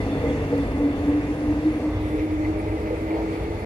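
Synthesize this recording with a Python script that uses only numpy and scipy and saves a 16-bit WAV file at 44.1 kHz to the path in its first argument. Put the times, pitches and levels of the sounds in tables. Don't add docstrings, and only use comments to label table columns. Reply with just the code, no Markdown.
import sys
import numpy as np
from scipy import signal
from scipy.fft import rfft, irfft, next_fast_len
from scipy.io import wavfile
from scipy.ndimage import uniform_filter1d, map_coordinates

SR = 44100
rng = np.random.default_rng(int(sys.argv[2]) if len(sys.argv) > 2 else 0)


def persist_wave(psi):
    counts = np.round(np.clip(psi, -1, 1) * 32767).astype(np.int16)
    wavfile.write(sys.argv[1], SR, np.atleast_2d(counts).T)


N = 160965
T = np.arange(N) / SR
F = np.arange(N // 2 + 1) * SR / N + 1e-3
LONG = next_fast_len(N)
F_LONG = np.arange(LONG // 2 + 1) * SR / LONG + 1e-3


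def undb(db):
    return 10 ** (np.asarray(db) / 20)


def curve(rows):
    return np.interp(T, *np.array(rows).T)


def by_hz(rows, hz):
    pitch, value = np.array(rows).T
    return np.interp(np.log(hz), np.log(pitch), value)


def walk(rate):
    hold = int(SR / rate)
    steps = np.repeat(rng.standard_normal(N // hold + 1), hold)
    return 1.19 * uniform_filter1d(steps, hold)[:N]


def tone(hz, waver_hz):
    turns = np.cumsum(hz + waver_hz * walk(15)) / SR
    return np.sin(2 * np.pi * (rng.uniform() + turns))


def white():
    return rfft(rng.standard_normal((3, LONG)))


def ring(hz, width_hz):
    resonance = 1 / (1 + (2 * (F_LONG - hz) / width_hz) ** 2)
    x = irfft(white() * resonance, LONG)[:, :N]
    return x / x.std()


def decay(t0, t60, rise):
    since = np.clip(T - t0, 0, None)
    return (1 - np.exp(-since / rise)) * np.exp(-np.log(1000) * since / t60)


TURN_S, TURN_LEN_S = 1.911, 0.26


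def turn():
    return .5 + .5 * np.tanh(2 * (T - TURN_S) / TURN_LEN_S)


# time in seconds, pitch in Hz.
MESH_PITCH = [(0, 273.8), (.14, 279.3), (.31, 287.5), (.45, 282.2), (.6, 284), (.87, 289), (1.1, 292.9),
              (1.3, 296.8), (1.49, 300.6), (1.68, 307), (1.85, 304), (2.1, 305.6), (2.4, 307.8),
              (2.75, 313.3), (3.1, 319.4), (3.4, 322.1), (3.55, 333), (3.65, 331)]
# time in seconds, rms level in dB.
WHINE_LEVEL = [(0.0, -16), (0.02, -51), (0.06, -28.5), (0.09, -30), (0.14, -25.5), (0.2, -40),
               (0.22, -30.5), (0.32, -23.5), (0.37, -45), (0.45, -30), (0.47, -34), (0.5, -27.5),
               (0.6, -20.5), (0.69, -38.5), (0.87, -16.5), (0.92, -30.5), (0.95, -28.5), (0.98, -34),
               (1.05, -26), (1.08, -18), (1.2, -21), (1.23, -29.5), (1.28, -33), (1.31, -18.5), (1.34, -34),
               (1.43, -24), (1.45, -29.5), (1.49, -15.5), (1.54, -29), (1.57, -23.5), (1.62, -30),
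               (1.66, -17.5), (1.69, -19), (1.73, -29.5), (1.77, -23.5), (1.8, -43), (1.84, -24.5),
               (1.89, -23), (1.92, -32.5), (2.02, -28), (2.08, -28), (2.11, -28), (2.15, -21.5),
               (2.18, -29), (2.23, -22.5), (2.27, -28), (2.39, -21), (2.43, -28), (2.46, -21), (2.59, -30),
               (2.62, -25), (2.65, -32.5), (2.71, -26), (2.78, -29.5), (2.82, -42), (2.87, -26),
               (2.98, -36), (3.04, -29), (3.13, -26), (3.2, -29.5), (3.27, -28), (3.37, -32.5),
               (3.45, -40.5), (3.5, -36), (3.57, -31.5), (3.62, -54), (3.65, -29)]
# time in seconds, level against the first bogie in dB.
SECOND_BOGIE_LEVEL = [(0, -17), (1.1, -14.5), (1.7, -11), (2.1, -13), (2.6, -2), (2.9, -7), (3.3, -18),
                      (3.65, -4)]
BOGIE_SHARP_HZ, WHINE_WAVER_HZ = 11, 1.12


def whine():
    hz = curve(MESH_PITCH)
    second = undb(curve(SECOND_BOGIE_LEVEL))
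    both = tone(hz, WHINE_WAVER_HZ) + second * tone(hz + BOGIE_SHARP_HZ, WHINE_WAVER_HZ)
    both = both * np.sqrt(2 / (1 + second ** 2))
    return both * undb(curve(WHINE_LEVEL))


# time in seconds, then rms level in dB of the tone near 146 Hz,
# of the tone near 100 Hz, and of the tone under the whine.
LOW_TONE_LEVELS = [(0, -40, -28, -45), (.3, -35.5, -41.5, -51), (.62, -39.5, -43, -47),
                   (.75, -46, -48.5, -33), (1.0, -56, -42, -36), (1.35, -52, -45, -39),
                   (1.5, -54, -35.5, -34), (1.65, -47, -50, -38), (1.85, -52, -47, -49),
                   (2.0, -52, -29, -47), (2.15, -44, -40, -52), (2.3, -52, -30.5, -52),
                   (2.4, -44, -38.5, -52), (2.55, -49, -36, -55), (2.7, -50, -30.5, -52),
                   (2.85, -54, -44, -43), (3.65, -52, -43, -59)]
LOW_TONE_HZ, MAINS_TONE_HZ, TONE_WAVER_HZ = 146.2, 98.6, 1.96
UNDER_MESH_SHARE = 0.93


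def tones():
    times, *levels = np.array(LOW_TONE_LEVELS).T
    under_mesh = UNDER_MESH_SHARE * uniform_filter1d(curve(MESH_PITCH), SR // 2)
    x = 0
    for hz, db in zip((LOW_TONE_HZ, MAINS_TONE_HZ, under_mesh), levels):
        gain = undb(np.interp(T, times, db))
        x = x + np.sqrt(2) * gain * tone(hz, TONE_WAVER_HZ)
    return x


# start in seconds, strength in dB.
KNOCK_TIMES = [(0.168, -25), (0.236, -22.5), (0.516, -21), (0.793, -24), (1.07, -25.5), (2.897, -23),
               (3.17, -40)]
# pitch in Hz, level against the knock's strength in dB,
# time to die away by 60 dB in seconds.
WHEEL_MODES = [(410, -9, 0.3), (461.5, -1.5, 0.45), (487, -3.5, 0.39), (501.3, -3.5, 0.49),
               (548, -13, 0.32), (605, -7.5, 0.33), (871, -8, 0.18)]
KNOCK_WAVER_HZ, KNOCK_RISE_S = 3.98, 0.0064


def knocks():
    x = 0
    for hz, mode_db, t60 in WHEEL_MODES:
        envelope = sum(undb(db) * decay(t0, t60, KNOCK_RISE_S) for t0, db in KNOCK_TIMES)
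        x = x + undb(mode_db) * tone(hz, KNOCK_WAVER_HZ) * envelope
    return x


# time in seconds, then rms level in dB of the ring near 2 kHz,
# near 3.5 kHz and near 4.4 kHz.
RING_LEVELS = [(0.0, -40, -54, -62), (0.06, -52, -60, -60), (0.12, -60, -51, -62), (0.2, -49, -53, -57),
               (0.29, -40.5, -55, -61), (0.42, -63, -60, -76), (0.55, -53, -60, -60), (.8, -49, -57, -64),
               (1.0, -58.5, -57.5, -63), (1.37, -59, -61, -68), (1.85, -52, -61, -61),
               (1.97, -50, -54, -68), (2.14, -52, -57, -74), (2.22, -56, -59, -73), (2.33, -47.5, -61, -76),
               (2.4, -55, -64, -68), (2.45, -40, -64, -61), (2.53, -53.5, -61, -67), (2.9, -52, -68, -71),
               (3.16, -51, -66, -60), (3.4, -58, -58, -60), (3.65, -50, -62, -64)]
RING_HZ = 2045, 3510, 4410
RING_WIDTH_HZ, RING_FAR_WIDTH_HZ = (55, 130, 220), (70, 400, 450)
RING_FLICKER_DB, RING_FLICKER_PER_S, RING_BLUR_S = 1.5, 30, 1.6


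def gear_rings():
    times, *levels = np.array(RING_LEVELS).T
    far = np.clip(T / RING_BLUR_S, 0, 1) ** 2
    x = 0
    for hz, width_hz, far_hz, db in zip(RING_HZ, RING_WIDTH_HZ, RING_FAR_WIDTH_HZ, levels):
        blurred = np.sqrt(1 - far) * ring(hz, width_hz) + np.sqrt(far) * ring(hz, far_hz)
        flicker = RING_FLICKER_DB * walk(RING_FLICKER_PER_S)
        x = x + blurred * undb(np.interp(T, times, db) + flicker)
    return x


FLICKER_DB, FLICKER_PER_S, SWELL_DB, SWELL_PER_S = .6, 12, .4, 7
TREBLE_FLICKER_DB, TREBLE_FLICKER_PER_S = 1.1, 28


def bed(spectrum, db):
    spec = white() * undb(by_hz(spectrum, F_LONG))
    spec = spec / irfft(spec, LONG).std()
    swell = SWELL_DB * walk(SWELL_PER_S)
    out = 0
    for k in np.arange(20):
        distance = np.clip(2 * np.log2(F_LONG / 25) - k, -1, 1)
        band = np.cos(np.pi / 2 * distance) ** 2
        flicker = FLICKER_DB * walk(FLICKER_PER_S)
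        treble = TREBLE_FLICKER_DB * (k > 12) * walk(TREBLE_FLICKER_PER_S)
        out = out + irfft(spec * band, LONG)[:, :N] * undb(swell + flicker + treble)
    return out * undb(db)


# pitch in Hz, relative level per Hz in dB.
ROLL_COLOUR = [(16, -32.5), (28, -6.5), (76, -2.5), (130, -11.5), (188, -15.5), (240, -9), (320, -8),
               (363, -17), (449, -9.5), (540, -17), (600, -15.5), (1020, -23.5), (1260, -25), (1360, -30.5),
               (2020, -28), (2710, -35.5), (3010, -40.5), (4020, -45.5), (6500, -49), (9000, -56.5),
               (13900, -60.5), (15600, -76)]
ROLL_DB, FADE_DB_PER_S = -25, -1


def rolling():
    return np.sqrt(1 - turn()) * undb(FADE_DB_PER_S * T) * bed(ROLL_COLOUR, ROLL_DB)


# pitch in Hz, relative level per Hz in dB.
YARD_COLOUR = [(16, -36), (28, -10.5), (76, 1), (102, -6), (144, -15), (244, -11.5), (320, -9),
               (373, -13.5), (426, -6), (540, -12.5), (616, -14.5), (941, -16), (1050, -24.5), (1190, -20),
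               (1470, -30), (2080, -27.5), (2600, -34), (3170, -39), (6000, -47), (8890, -53), (13200, -54),
               (14000, -59.5), (15600, -81)]
YARD_DB = -28


def yard():
    return np.sqrt(turn()) * bed(YARD_COLOUR, YARD_DB)


# pitch in Hz, width in Hz, starting level in dB while facing
# the train, level in dB facing the yard; fade, flicker and the rumble's own level act on top of these.
HUM_BANDS = [(53.7, 9.2, -39, -31.5), (97.7, 10.3, -39.5, -36), (422.3, 11.5, -51.5, -39),
             (504, 3.8, -45, -48), (615, 25, -75, -42), (2133, 60, -71, -59), (2210, 60, -73, -57),
             (2340, 99, -65, -56), (2510, 150, -65, -60), (2700, 170, -55.5, -65.5),
             (10150, 1700, -62.5, -68.5)]
HUM_FADE_DB_PER_S, HUM_FLICKER_DB = -1, 1.2
FLUTTER_ABOVE_HZ, FLUTTER_DB, FLUTTER_PER_S, SURGE_DB, SURGE_PER_S = 2000, 3, 45, 1.5, 9


def hums():
    yard_share = turn()
    surge = SURGE_DB * walk(SURGE_PER_S)
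    x = 0
    for hz, width_hz, train_db, yard_db in HUM_BANDS:
        db = (train_db + HUM_FADE_DB_PER_S * T) * (1 - yard_share) + yard_db * yard_share
        flutter = surge + FLUTTER_DB * walk(FLUTTER_PER_S)
        db = db + (hz > FLUTTER_ABOVE_HZ) * yard_share * flutter
        x = x + ring(hz, width_hz) * undb(db + HUM_FLICKER_DB * walk(8))
    return x


# time in seconds, change in dB.
MIDDLE_CHANGE = [(0, 0.5), (.7, 0), (1.5, -1), (2.05, -3), (2.6, 0), (3.08, -2), (3.17, 8), (3.28, -3),
                 (3.65, 0.5)]
MIDDLE_HZ, MIDDLE_OCTAVES = 805, 0.43


def shape_middle(x):
    bell = np.exp(-(np.log2(F / MIDDLE_HZ) / MIDDLE_OCTAVES) ** 2)
    middle = irfft(rfft(x) * bell, N)
    return x + middle * (undb(curve(MIDDLE_CHANGE)) - 1)


# time in seconds, level in dB.
RUMBLE_LEVEL = [(0.0, -52), (0.02, -27.5), (0.16, -37), (0.2, -27.5), (0.58, -32.5), (0.61, -30),
                (0.68, -28), (0.83, -30), (0.88, -40), (0.91, -30.5), (1.26, -30.5), (1.43, -37),
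                (1.49, -27), (1.67, -34.5), (1.72, -29.5), (1.85, -36), (1.92, -26.5), (2.21, -30.5),
                (3.11, -33.5), (3.14, -53.5), (3.17, -30), (3.27, -36), (3.31, -25), (3.36, -50),
                (3.4, -29), (3.65, -32.5)]
RUMBLE_TOP_HZ = 123
RUMBLE_EVEN, RUMBLE_EVEN_S = 0.26, 0.064


def shape_rumble(x):
    low = irfft(rfft(x) / (1 + (F / RUMBLE_TOP_HZ) ** 8), N)
    power = uniform_filter1d(low ** 2, int(RUMBLE_EVEN_S * SR)) + 1e-9
    even = low / power ** (RUMBLE_EVEN / 2)
    return x - low + even / even.std() * undb(curve(RUMBLE_LEVEL))


def noise():
    return shape_rumble(shape_middle(rolling() + yard() + hums() + gear_rings()))


# start in seconds, level in dB.
RATTLE_TIMES = [(2.191, -36.5), (2.447, -38), (2.53, -49), (2.595, -42), (2.674, -42), (2.7192, -45),
                (2.82, -49), (2.855, -36), (2.8724, -41), (2.96, -42), (3.0819, -42), (3.1047, -38),
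                (3.14, -45), (3.345, -46), (3.45, -40), (3.611, -50)]
RATTLE_HZ, RATTLE_WIDTH_HZ, RATTLE_T60_S = 2120, 600, 0.096


def rattles():
    envelope = sum(undb(db) * decay(t0, RATTLE_T60_S, 0.001) for t0, db in RATTLE_TIMES)
    return ring(RATTLE_HZ, RATTLE_WIDTH_HZ)[0] * envelope


# start in seconds, length in seconds, first pitch in Hz, last pitch in Hz,
# peak level in dB.
BIRD_CHIRPS = [(.255, .03, 3400, 3170, -51), (.29, .026, 3480, 3190, -46), (1.915, .11, 2950, 2720, -53)]


def chirps():
    x = 0
    for t0, length, from_hz, to_hz, db in BIRD_CHIRPS:
        part = np.clip((T - t0) / length, 0, 1)
        x = x + undb(db) * np.sin(np.pi * part) * tone(from_hz + (to_hz - from_hz) * part, 0)
    return x


# start in seconds, level in dB, pitch in Hz, left over right in dB.
HAND_TICKS = [(.579, -39, 4500, 0), (.674, -43, 10500, 6), (.72, -41, 5050, 0), (1.435, -48, 9500, 4),
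              (.93, -46, 4300, 0), (1.46, -44, 4300, 3), (1.51, -46, 8500, 4), (1.89, -47, 6000, 3),
              (1.905, -47, 10500, 4)]
TICK_T60_S, TICK_RISE_S = .008, .0004
CRACK_DB, CRACK_T60_S = -4, .008


def ticks():
    crack = undb(CRACK_DB) * rng.standard_normal(N)
    x = 0
    for t0, db, hz, pan_db in HAND_TICKS:
        ringing = decay(t0, TICK_T60_S, TICK_RISE_S) * np.sin(2 * np.pi * hz * (T - t0))
        burst = ringing + crack * decay(t0, CRACK_T60_S, TICK_RISE_S)
        left_right = np.array([[pan_db], [-pan_db]]) / 2
        x = x + undb(db + left_right) * burst
    return x


# pitch in Hz, share of the power (0-1).
DIRECT_SHARE = [(30, 0.88), (60, 0.99), (300, 0.99), (700, 0.67), (1200, 0.65), (2000, 0.26), (3500, 0.24),
                (8000, 0.13)]


def spread(trio):
    share = np.clip(by_hz(DIRECT_SHARE, F), 0, 1)
    spec = rfft(trio)
    return irfft(spec[0] * np.sqrt(share), N), irfft(spec[1:] * np.sqrt(1 - share), N)


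LAG_BEFORE_S, LAG_AFTER_S = -0.00026, .0004
EDGE_S = .003


def scene():
    direct, around = spread(noise())
    direct = direct + whine() + tones() + knocks() + rattles() + chirps()
    half_lag = (LAG_BEFORE_S + (LAG_AFTER_S - LAG_BEFORE_S) * turn()) * SR / 2
    ports = [map_coordinates(direct, [np.arange(N) - side * half_lag], mode="mirror") for side in (1, -1)]
    edge = np.clip(np.minimum(T, T[::-1]) / EDGE_S, 0, 1) ** 2
    return (np.array(ports) + around + ticks()) * edge


# pitch in Hz, gain of the left-right difference in dB.
SIDE_GAIN = [(60, -1.5), (150, -1.5), (300, -7.5), (600, -4.5), (1000, -7.5), (1500, 0)]
TREBLE_LEFT_DB = 2.5
LOW_CUT_HZ, TOP_HZ = 42.5, 15600


def record(dry):
    f = np.arange(N + 1) * SR / (2 * N) + 1e-3
    mirrored = np.concatenate([dry, dry[:, ::-1]], axis=1)
    left, right = rfft(mirrored)
    mid = (left + right) / 2
    side = (left - right) / 2 * undb(by_hz(SIDE_GAIN, f))
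    tilt = TREBLE_LEFT_DB / 2 * np.exp(-(np.log2(f / 8500) / 0.48) ** 2)
    low_cut = 1 / np.sqrt(1 + (LOW_CUT_HZ / f) ** 4)
    x = irfft(np.array([mid + side, mid - side]) * undb(np.array([tilt, -tilt])) * low_cut)
    top_cut = signal.ellip(8, .2, 70, TOP_HZ, fs=SR, output="sos")
    return signal.sosfilt(top_cut, x[:, :N])


dry = scene()
out = record(dry)
persist_wave(out)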